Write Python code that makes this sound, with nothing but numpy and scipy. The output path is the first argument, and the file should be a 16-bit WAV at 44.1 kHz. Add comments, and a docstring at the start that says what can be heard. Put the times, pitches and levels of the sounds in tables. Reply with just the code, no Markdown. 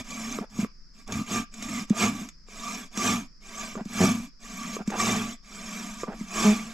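"""A folding pull saw cuts a branch that is held down on a stump, a metre or two from a camera in a wood.
The teeth skate on each push and tear fibres on each pull; the branch thrums, knocks on the stump and twice chatters.
Insects hiss steadily in the trees."""
import sys
import numpy as np
from scipy import signal
from scipy.fft import rfft, irfft, next_fast_len
from scipy.io import wavfile
from scipy.ndimage import uniform_filter1d, map_coordinates

SR = 44100
rng = np.random.default_rng(int(sys.argv[2]) if len(sys.argv) > 2 else 0)


def log_audio(samples):
    """Write samples as a 16-bit WAV file to the path given in sys.argv[1]."""
    # one column per channel
    frames = np.atleast_2d(samples).T
    # limit to full scale, then quantise
    limited = np.clip(frames, -1, 1)
    pcm = np.round(limited * 32767).astype(np.int16)
    wavfile.write(sys.argv[1], SR, pcm)


N = 296793

# strokes of the arm; each has one stretch where the teeth bite deeper:
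# (start s, end s, pull 1 or push 0, level of the teeth dB, bite at s, bite half-length s, bite dB, thrum of the branch dB, its rocking 0-1)
STROKES = [(-.2, .03, 1, -38.5, 0, .025, 4.8, -34, 1),
           (.022, .46, 0, -42.5, .34, .03, 4, -39, .12),
           (.49, .675, 1, -55, .615, .05, 15, -46, .5),
           (.93, 1.06, 0, -61.5, .995, .015, 3, -60, .2),
           (1.062, 1.256, 1, -43, 1.125, .02, 4, -35.7, .6),
           (1.245, 1.452, 1, -45.7, 1.351, .084, 11.6, -41, .3),
           (1.51, 1.864, 0, -46.5, 1.805, .111, 10, -39, .16),
           (1.865, 2.31, 1, -45.7, 2.02, .07, 18.6, -39, .22),
           (2.46, 2.895, 0, -46.2, 2.73, .13, 6.2, -47, .03),
           (2.9, 3.282, 1, -56.5, 3.07, .157, 27, -48.5, .22),
           (3.402, 3.845, 0, -45.5, 3.61, .051, 5, -48.5, .04),
           (3.83, 4.301, 1, -47.7, 4.034, .105, 17, -37, .2),
           (4.39, 4.85, 0, -44.6, 4.718, .102, 2.9, -41.6, .02),
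           (4.85, 5.368, 1, -40, 5.066, .12, 8.8, -35.4, .26),
           (5.42, 6.09, 0, -45.5, 5.77, .13, 2.5, -43, .02),
           (6.05, 6.3, 0, -54, 6.211, .025, 4, -46, .05),
           (6.24, 6.809, 1, -48.4, 6.421, .151, 18.7, -43, .08)]
# the blade catches and jolts the branch: (s, peak dB)
JOLTS = [(.409, -24.5), (1.398, -22), (2.215, -25), (2.975, -24), (3.765, -27), (3.81, -26), (4.805, -27), (.589, -16), (.629, -18), (1.191, -24), (1.21, -25), (1.312, -25), (1.905, -9), (3.857, -26), (4.092, -16), (4.2, -27.5),
         (4.877, -17), (6.083, -24), (6.21, -23.5)]
# the branch rocks against the stump: (s, peak dB)
CLACKS = [(.387, -18), (.647, -23.5), (2.486, -39), (3.754, -25), (4.767, -21), (4.903, -22), (6.034, -17.5), (6.04, -24), (6.08, -25.5)]
# single fibres snap: (s, peak dB)
SNAPS = [(0.4993, -52), (1.076, -37), (1.1218, -22), (1.54, -33), (1.6243, -25), (1.8971, -26), (2.2875, -30), (3.853, -38), (2.9734, -17.5),
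         (4.875, -28), (4.903, -30)]
# the teeth stick and slip in step: (start s, end s, slips Hz, rms dB, overtones dB, unevenness dB)
CHATTER = [(4.006, 4.05, 91.2, -18.5, -2, 2.5), (6.447, 6.532, 210.7, -16, -5, .4)]
# the branch bending on its rest: (Hz, width Hz, dB)
BRANCH = [(207, 43, 5.5)]
# higher resonances of branch and blade: (Hz, width Hz, dB)
WOOD = [(340, 70, -5), (420, 60, -5), (680, 110, -2.5), (980, 90, -4.5), (1155, 42, 5), (1585, 90, -7), (2330, 160, -1)]  # fixed
# branch against stump: (Hz, width Hz, dB)
STUMP = [(242, 100, -17), (437, 118, 10.5), (650, 120, -11), (1040, 83, 4), (1160, 54, 13), (1800, 500, -13)]
# thin ringing of the steel: (Hz, width Hz, dB)
STEEL = [(3516, 174, -5), (6330, 35, -26), (6600, 30, 2.5)]
# colour of the teeth in the kerf: (Hz, dB)
RASP = [(300, -6), (650, -2), (870, -12), (1050, -2), (1750, -1), (2270, 7), (2700, -2), (3500, 1), (4500, -3.5), (5100, 3.5), (7700, 5.5), (8350, -4),
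        (9700, -8), (10700, -13), (12300, -10), (15000, -30)]
# the wood's own air and its insects: (Hz, dB)
AIR = [(15, 1), (28, 4.5), (55, -13.5), (90, -44.5), (160, -14), (400, -34), (800, -47), (1200, -34), (1900, -36), (3000, -50), (8000, -58), (14000, -60)]
INSECTS = [(2800, -50), (3900, -27), (4500, -9), (4900, -1), (5350, 0), (5800, -12), (7000, -23), (10000, -45)]  # fixed
# the saw at the two microphone ports: (Hz, L-R dB), (Hz, radians left leads), (Hz, t60 s of the trees' answer)
TILT = [(200, 0), (700, -1.5), (1290, -3), (2380, -3.8), (4400, -2), (7000, .8), (13000, -.5)]  # fixed
LEAD = [(200, 0), (1380, -.4), (2670, -1.3), (3900, -.8), (5000, 0), (8000, -.2)]  # fixed
TREES = [(200, .2), (1500, .25), (4000, .22), (10000, .07)]
TOP_HZ = 14700  # fixed
# after rocking, the branch grinds on the stump: (start s, end s, rms dB)
RUBS = [(0.407, 0.454, -43.5), (1.075, 1.134, -43.5), (1.91, 1.96, -46.5), (3.764, 3.826, -41), (4.782, 4.83, -43), (4.91, 4.968, -34.5), (6.06, 6.158, -42.5)]
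# overtones that the slips wake: (Hz, width Hz, dB)
BUZZ = [(352, 77, -1), (630, 65, -10), (1110, 31, -18)]
PUSH_TEETH_HZ, PULL_TEETH_HZ, SLOWEST_TEETH_HZ = 200, 225, 90  # teeth through the kerf per second
NOTE_HZ, SAG_HZ_PER_S = 232, 3.3  # the branch's bending note sinks as the kerf deepens
SCRAPE_POWER, THRUM_POWER = .89, 1  # loudness goes with these powers of the swing
RASP_DB, THRUM_DB = 1, 1.8  # gains of teeth and branch
THRUM_BITE, THRUM_LAG_S = .74, .032  # share of a bite that reaches the thrum, and its delay
THRUM_GROWS_DB = 8  # the thrum builds up from start to end of a stroke
# one resonance of the branch rings out of the scraping: (s, half-length s, rms dB)
RINGS = [(1.2, .04, -42), (1.37, .05, -37), (1.75, .08, -45), (2.02, .06, -36), (2.68, .04, -37), (3.0, .035, -36), (3.61, .03, -41), (4.07, .05, -34),
         (4.62, .04, -42), (5.005, .025, -28.5), (5.12, .12, -36), (6.4, .04, -33)]
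# the teeth snag on a hard spot: (s, half-length s, dB)
SNAGS = [(.11, .018, 5), (1.635, .018, 5), (2.125, .025, -3.5), (2.21, .04, 3), (2.975, .015, 5), (4.25, .025, 5), (4.44, .025, 4), (4.75, .015, 7),
         (5.01, .02, 5), (5.32, .03, 5), (5.55, .04, 3), (6.02, .035, 11), (6.72, .03, 5)]
STALL_DB = -8  # while the branch grinds on the stump it moves with the blade, and the teeth hardly cut
PULL_SHARP_HZ, PULL_RISE_HZ = 7, 14  # a pull tightens the branch: its note is higher, and climbs from this far below to this far above
TEAR_DB, TEAR_PULL_DB, TEAR_LAG_S = -.5, 1.2, .01  # tearing wood relative to the teeth; extra on the pull; its delay behind a bite
CRUNCH_DB = -3  # dull crunch of the chips on the pull, relative to the tearing
# broad colour of that crunch: (Hz, width Hz, dB)
CRUNCH = [(75, 40, -1), (330, 110, 5), (850, 220, -4)]
THRUM_WAVER_DB = 1.2  # the thrum wavers with the grain of the wood
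# the microphone's treble, with a notch from its port: (Hz, dB)
MIC = [(8300, 0), (8800, -10), (9500, -3.5), (12000, -1), (13200, -11), (14700, -18)]
RING_HZ, RING_SAG_HZ_PER_S = 1205, 10  # that resonance also sinks as the kerf deepens


def amp(db):
    """Decibels to gain."""
    return 10 ** (np.asarray(db) / 20)


def unit(x):
    """x at rms 1."""
    return x / np.sqrt(np.mean(x ** 2) + 1e-20)


def steady(x, span):
    """x at rms 1 within every span seconds, so that only its fast grain is left."""
    power = np.abs(uniform_filter1d(uniform_filter1d(x ** 2, int(span * SR) + 1), int(span * SR / 2) + 1))
    return x / np.sqrt(power + 1e-4 * power.mean())  # fixed


def along(points, hz):
    """(Hz, value) points on a log axis."""
    f, v = np.transpose(points)
    return np.interp(np.log(hz + 1), np.log(f + 1), v)


def filtered(x, response):
    """x times a complex response of frequency."""
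    m = next_fast_len(x.shape[-1] + SR // 2)
    return irfft(rfft(x, m) * response(np.fft.rfftfreq(m, 1 / SR)), m)[..., :x.shape[-1]]


def coloured(x, spectrum):
    """x through a (Hz, dB) spectrum."""
    return filtered(x, lambda hz: amp(along(spectrum, hz)))


def ring(x, modes):
    """x through a set of resonances."""
    return filtered(x, lambda f: sum(amp(db) * 1j * f * w / (c * c - f * f + 1j * f * w) for c, w, db in modes))


def add(track, s, sound):
    """Mix a sound into the track at s seconds."""
    part = track[max(round(s * SR), 0):][:len(sound)]
    part += sound[:len(part)]


def arm():
    """Each stroke speeds up from rest and slows again; a pull tightens the branch, so its note rises."""
    rate, pull, rock = np.full(N, float(SLOWEST_TEETH_HZ)), np.zeros(N), np.zeros(N)
    note = NOTE_HZ - SAG_HZ_PER_S * np.arange(N) / SR
    for start, end, pulling, *_, rocking in STROKES:
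        progress, swing = stroke(start, end)
        speed = swing ** .6
        rate = np.maximum(rate, (PULL_TEETH_HZ if pulling > .5 else PUSH_TEETH_HZ) * speed)
        pull += .7 * pulling * speed
        rock += rocking * speed
        note += pulling * (PULL_SHARP_HZ + PULL_RISE_HZ * (2 * progress - 1)) * (progress > 0) * (progress < 1)
    return rate, np.clip(pull, 0, 1), rock, note


def teeth(travel, scatter, size_db, set_db):
    """One blow per tooth at uneven moments; left-set and right-set teeth bite unequally."""
    k = np.arange(int(travel[-1]))
    late, size = rng.standard_normal((len(k), 2)).T
    at = np.searchsorted(travel, k + scatter * late).clip(0, N - 1)
    return np.bincount(at, amp(size_db * size + set_db * (k % 2)), N)


def tearing(blows, life, smooth):
    """Every blow starts a short burst of breaking fibres, over a smooth rub."""
    bursts = unit(signal.lfilter([1], [1, -np.exp(-1 / (life * SR))], blows))
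    return (bursts + smooth) * rng.standard_normal(N)


def skating(rate, patchy_db, top_hz):
    """Tooth tips read the wood's fine ridges: short chirps whose pitch follows the blade's speed."""
    place = np.cumsum(rate / top_hz)
    surface = patchy(rng.standard_normal(int(place[-1]) + SR), patchy_db, size=1024)
    return map_coordinates(surface, [place], order=3)


def saw():
    """The teeth rasp in the kerf and shake the wood, harder and grainier on the pull."""
    rasp_gain, tear_gain, thrum_gain = effort()
    rate, pull, rock, note = arm()
    travel = np.cumsum(rate)  # in teeth
    blows = teeth(travel, scatter=.13, size_db=8.5, set_db=-3)
    patches = hardness(travel, clump=3)  # fixed
    # cutting edge: torn grains on the pull, chirps on the push, both ringing the steel
    grains = steady(tearing(blows, life=.0007, smooth=.25), span=.04)  # fixed
    chirps = steady(skating(rate, patchy_db=7, top_hz=149.5) * amp(4.2 * hardness(travel, clump=.5)), span=0.055)
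    edge = patchy(grains * amp(-2 + 5 * pull) + chirps * amp(3 - 4.5 * pull), patchy_db=4.7, size=512)  # fixed
    rasp = steady(coloured(edge + ring(edge, STEEL), RASP), span=.07) * amp(2.3 * patches)  # fixed
    # the same blows shake the wood
    force = steady(blows, span=.04) * .45 + steady(tearing(blows, life=.0015, smooth=0.34), span=0.049)
    wood = steady(soft(ring(patchy(force, patchy_db=3, size=1536), WOOD), corner_hz=3660), span=.05) * amp(0.4 * patches)
    bending = [(222.4, 199, 0)]
    thrum = steady(ring(ring(moving_ring(force, note, width_hz=28.5), bending), bending), span=0.037)
    sway = steady(ring(ring(force, [(110.4, 24, 0)]), [(105.6, 43, 0)]), span=0.013)  # the whole branch rocks under the pull
    crunch = steady(soft(ring(force, CRUNCH), corner_hz=1500), span=.03) * amp(CRUNCH_DB) * pull
    waver = amp(THRUM_WAVER_DB * hardness(travel, clump=5))
    return rasp_gain * rasp + tear_gain * (wood + crunch) + thrum_gain * (waver * thrum + rock * sway)


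def chatter():
    """Regular slips swell and fade, driving the branch at their own rate with a buzz of overtones."""
    track, t = np.zeros(N), np.arange(SR // 4) / SR
    for start, end, slip_hz, db, buzz_db, uneven_db in CHATTER:
        at = np.arange(0, end - start, 1 / slip_hz)
        swell_db = -14 * (at / (end - start) - .28) ** 2
        slips = np.bincount((at * SR).astype(int), amp(swell_db + uneven_db * rng.standard_normal(len(at))), len(t))
        bout = soft(ring(slips, BRANCH), corner_hz=400) + amp(buzz_db) * soft(ring(slips, BUZZ), corner_hz=1300)
        add(track, start, amp(db) * bout / np.sqrt(np.mean(bout[t < end - start] ** 2)))
    return track


def hits(rows, modes, contact, grit):
    """Each contact is one gritty push, contact seconds long, into a set of resonances."""
    track, t = np.zeros(N), np.arange(SR // 5) / SR
    for s, db in rows:
        push = t / contact * np.exp(-t / contact) * (1 + grit * rng.standard_normal(len(t)))
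        sound = ring(push, modes)
        add(track, s, amp(db) * sound / np.abs(sound).max())
    return track


def knocks():
    """Soft jolts swell through the branch; hard clacks come from the stump."""
    jolts = ring(hits(JOLTS, [(211.5, 45, 0)], contact=0.00027, grit=.2), [(211, 110, 2.1)])
    return jolts + soft(hits(CLACKS, STUMP, contact=0.00013, grit=0.76), corner_hz=2600)


def snaps():
    """A fibre gives way with a few milliseconds of bright crack."""
    track, t = np.zeros(N), np.arange(SR // 20) / SR
    for s, db in SNAPS:
        crack = amp(-60 * t / .032) * (1 - np.exp(-t / .0005)) * rng.standard_normal(len(t))  # fixed
        crack = coloured(crack + ring(crack, STEEL), RASP)
        add(track, s, amp(db) * crack / np.abs(crack).max())
    return track


def trees(x):
    """Trunks and ground return a faint, diffuse answer that changes as the sawyer moves."""
    answer, hop = np.zeros((2, N)), SR // 4
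    for start in range(-hop, N, hop):
        hz, t, z = signal.stft(rng.standard_normal((2, SR // 2)), SR, nperseg=256)  # fixed
        tails = signal.istft(z * amp(-60 * t / along(TREES, hz)[:, None]), SR, nperseg=256)[1]  # fixed
        at = np.arange(max(start, 0), min(start + 2 * hop, N))
        part = x[at] * np.sin(np.pi * (at - start) / (2 * hop))
        for side, tail in zip(answer, tails):
            add(side, at[0] / SR, signal.fftconvolve(part, tail / np.linalg.norm(tail)))
    return answer


def ambience(spectrum, db, width):
    """Steady stereo noise from all around."""
    mid, side = coloured(rng.standard_normal((2, N)), spectrum)
    return amp(db) * unit(np.array([mid + width * side, mid - width * side]))


def soft(x, corner_hz):
    """Wood passes little above its corner."""
    return filtered(x, lambda hz: 1 / (1 + 1.4j * hz / corner_hz - (hz / corner_hz) ** 2))


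def moving_ring(x, centre, width_hz):
    """x through a resonance whose centre frequency drifts."""
    turn = np.exp(2j * np.pi * np.cumsum(centre) / SR)
    return (turn * signal.lfilter([1], [1, -np.exp(-np.pi * width_hz / SR)], x / turn)).real




def hardness(travel, clump):
    """Hard and soft patches of wood, each some teeth long."""
    return map_coordinates(rng.standard_normal(int(travel[-1] / clump) + 4), [travel / clump])


def rubs():
    """Bark grinds over the sawn top in quick, uneven slips."""
    track = np.zeros(N)
    slips = tearing(teeth(np.arange(N) * 220 / SR, scatter=0.26, size_db=5, set_db=-1.5), life=0.0014, smooth=0.98)
    grind = steady(soft(ring(slips, [(416, 110, 3), (676, 140, 3), (1330, 300, -14.5)]), corner_hz=1920), span=0.017)
    for start, end, db in RUBS:
        part = grind[int(start * SR):int(end * SR)]
        add(track, start, amp(db) * part * unit(signal.windows.tukey(len(part), .5)))
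    return track


def patchy(x, patchy_db, size):
    """Every bundle of fibres has its own colour: random gains in patches about size samples long."""
    z = signal.stft(x, nperseg=size)[2]
    field = unit(uniform_filter1d(uniform_filter1d(rng.standard_normal(z.shape), size=3, axis=0), size=2, axis=1))
    return signal.istft(z * amp(patchy_db * np.clip(field, -2, 2)), nperseg=size)[1][:len(x)]


def stroke(start, end):
    """Progress 0-1 through a stroke, and the arm's swing, which rises from rest and returns to it."""
    progress = np.clip((np.arange(N) / SR - start) / (end - start), 0, 1)
    return progress, np.abs(np.sin(np.pi * progress))


def effort():
    """Gains of rasp, tearing and thrum: all follow the swing and swell where the teeth bite; the thrum comes late."""
    rasp, tear, thrum = np.zeros((3, N))
    for start, end, pulling, level_db, bite_s, bite_length, bite_db, thrum_db, _ in STROKES:
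        progress, swing = stroke(start, end)
        scrape = swing ** SCRAPE_POWER * amp(level_db)
        rasp += scrape * amp(RASP_DB + bite_db * bell(bite_s, bite_length))
        tear += scrape * amp(TEAR_DB + TEAR_PULL_DB * pulling + bite_db * bell(bite_s + TEAR_LAG_S, bite_length))
        swell_db = THRUM_BITE * bite_db * bell(bite_s + THRUM_LAG_S, bite_length) + THRUM_GROWS_DB * (progress - .5)
        thrum += swing ** THRUM_POWER * amp(THRUM_DB + thrum_db + swell_db)
    snag_db = sum(db * bell(s, half_length) for s, half_length, db in SNAGS)
    stalled = sum(bell((start + end) / 2, (end - start) / 2) for start, end, _ in RUBS)
    return rasp * amp(snag_db + STALL_DB * stalled), tear * amp(snag_db / 2), thrum


def bell(s, half_length):
    """A smooth bump of height 1 around s seconds."""
    return np.exp(-((np.arange(N) / SR - s) / half_length) ** 2)


def ringing():
    """One narrow resonance swells out of the scraping."""
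    centre = RING_HZ - RING_SAG_HZ_PER_S * np.arange(N) / SR
    tone = moving_ring(moving_ring(rng.standard_normal(N), centre, width_hz=65), centre, width_hz=65)
    return steady(tone, span=.03) * sum(amp(db) * bell(s, half_length) for s, half_length, db in RINGS)


def scene():
    """The work sits a little to the right, amid quiet woodland."""
    work = saw() + ringing() + chatter() + knocks() + rubs() + snaps()
    half = lambda hz: amp(along(TILT, hz) / 2) * np.exp(.5j * along(LEAD, hz))
    direct = filtered(work, lambda hz: np.array([half(hz), 1 / half(hz)]))
    answer = trees(coloured(work, [(200, -29), (600, -19), (1200, -13), (2400, -11), (5000, -13), (8000, -12), (12000, -2)]))
    return direct + answer + ambience(AIR, db=-50.0, width=0.32) + ambience(INSECTS, db=-60.5, width=0.73)


def record(dry):
    """The camera's microphone dulls the top, and nothing is kept above its band limit."""
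    return filtered(dry, lambda hz: amp(along(MIC, hz)) * (hz < TOP_HZ))


dry = scene()
out = record(dry)
log_audio(out)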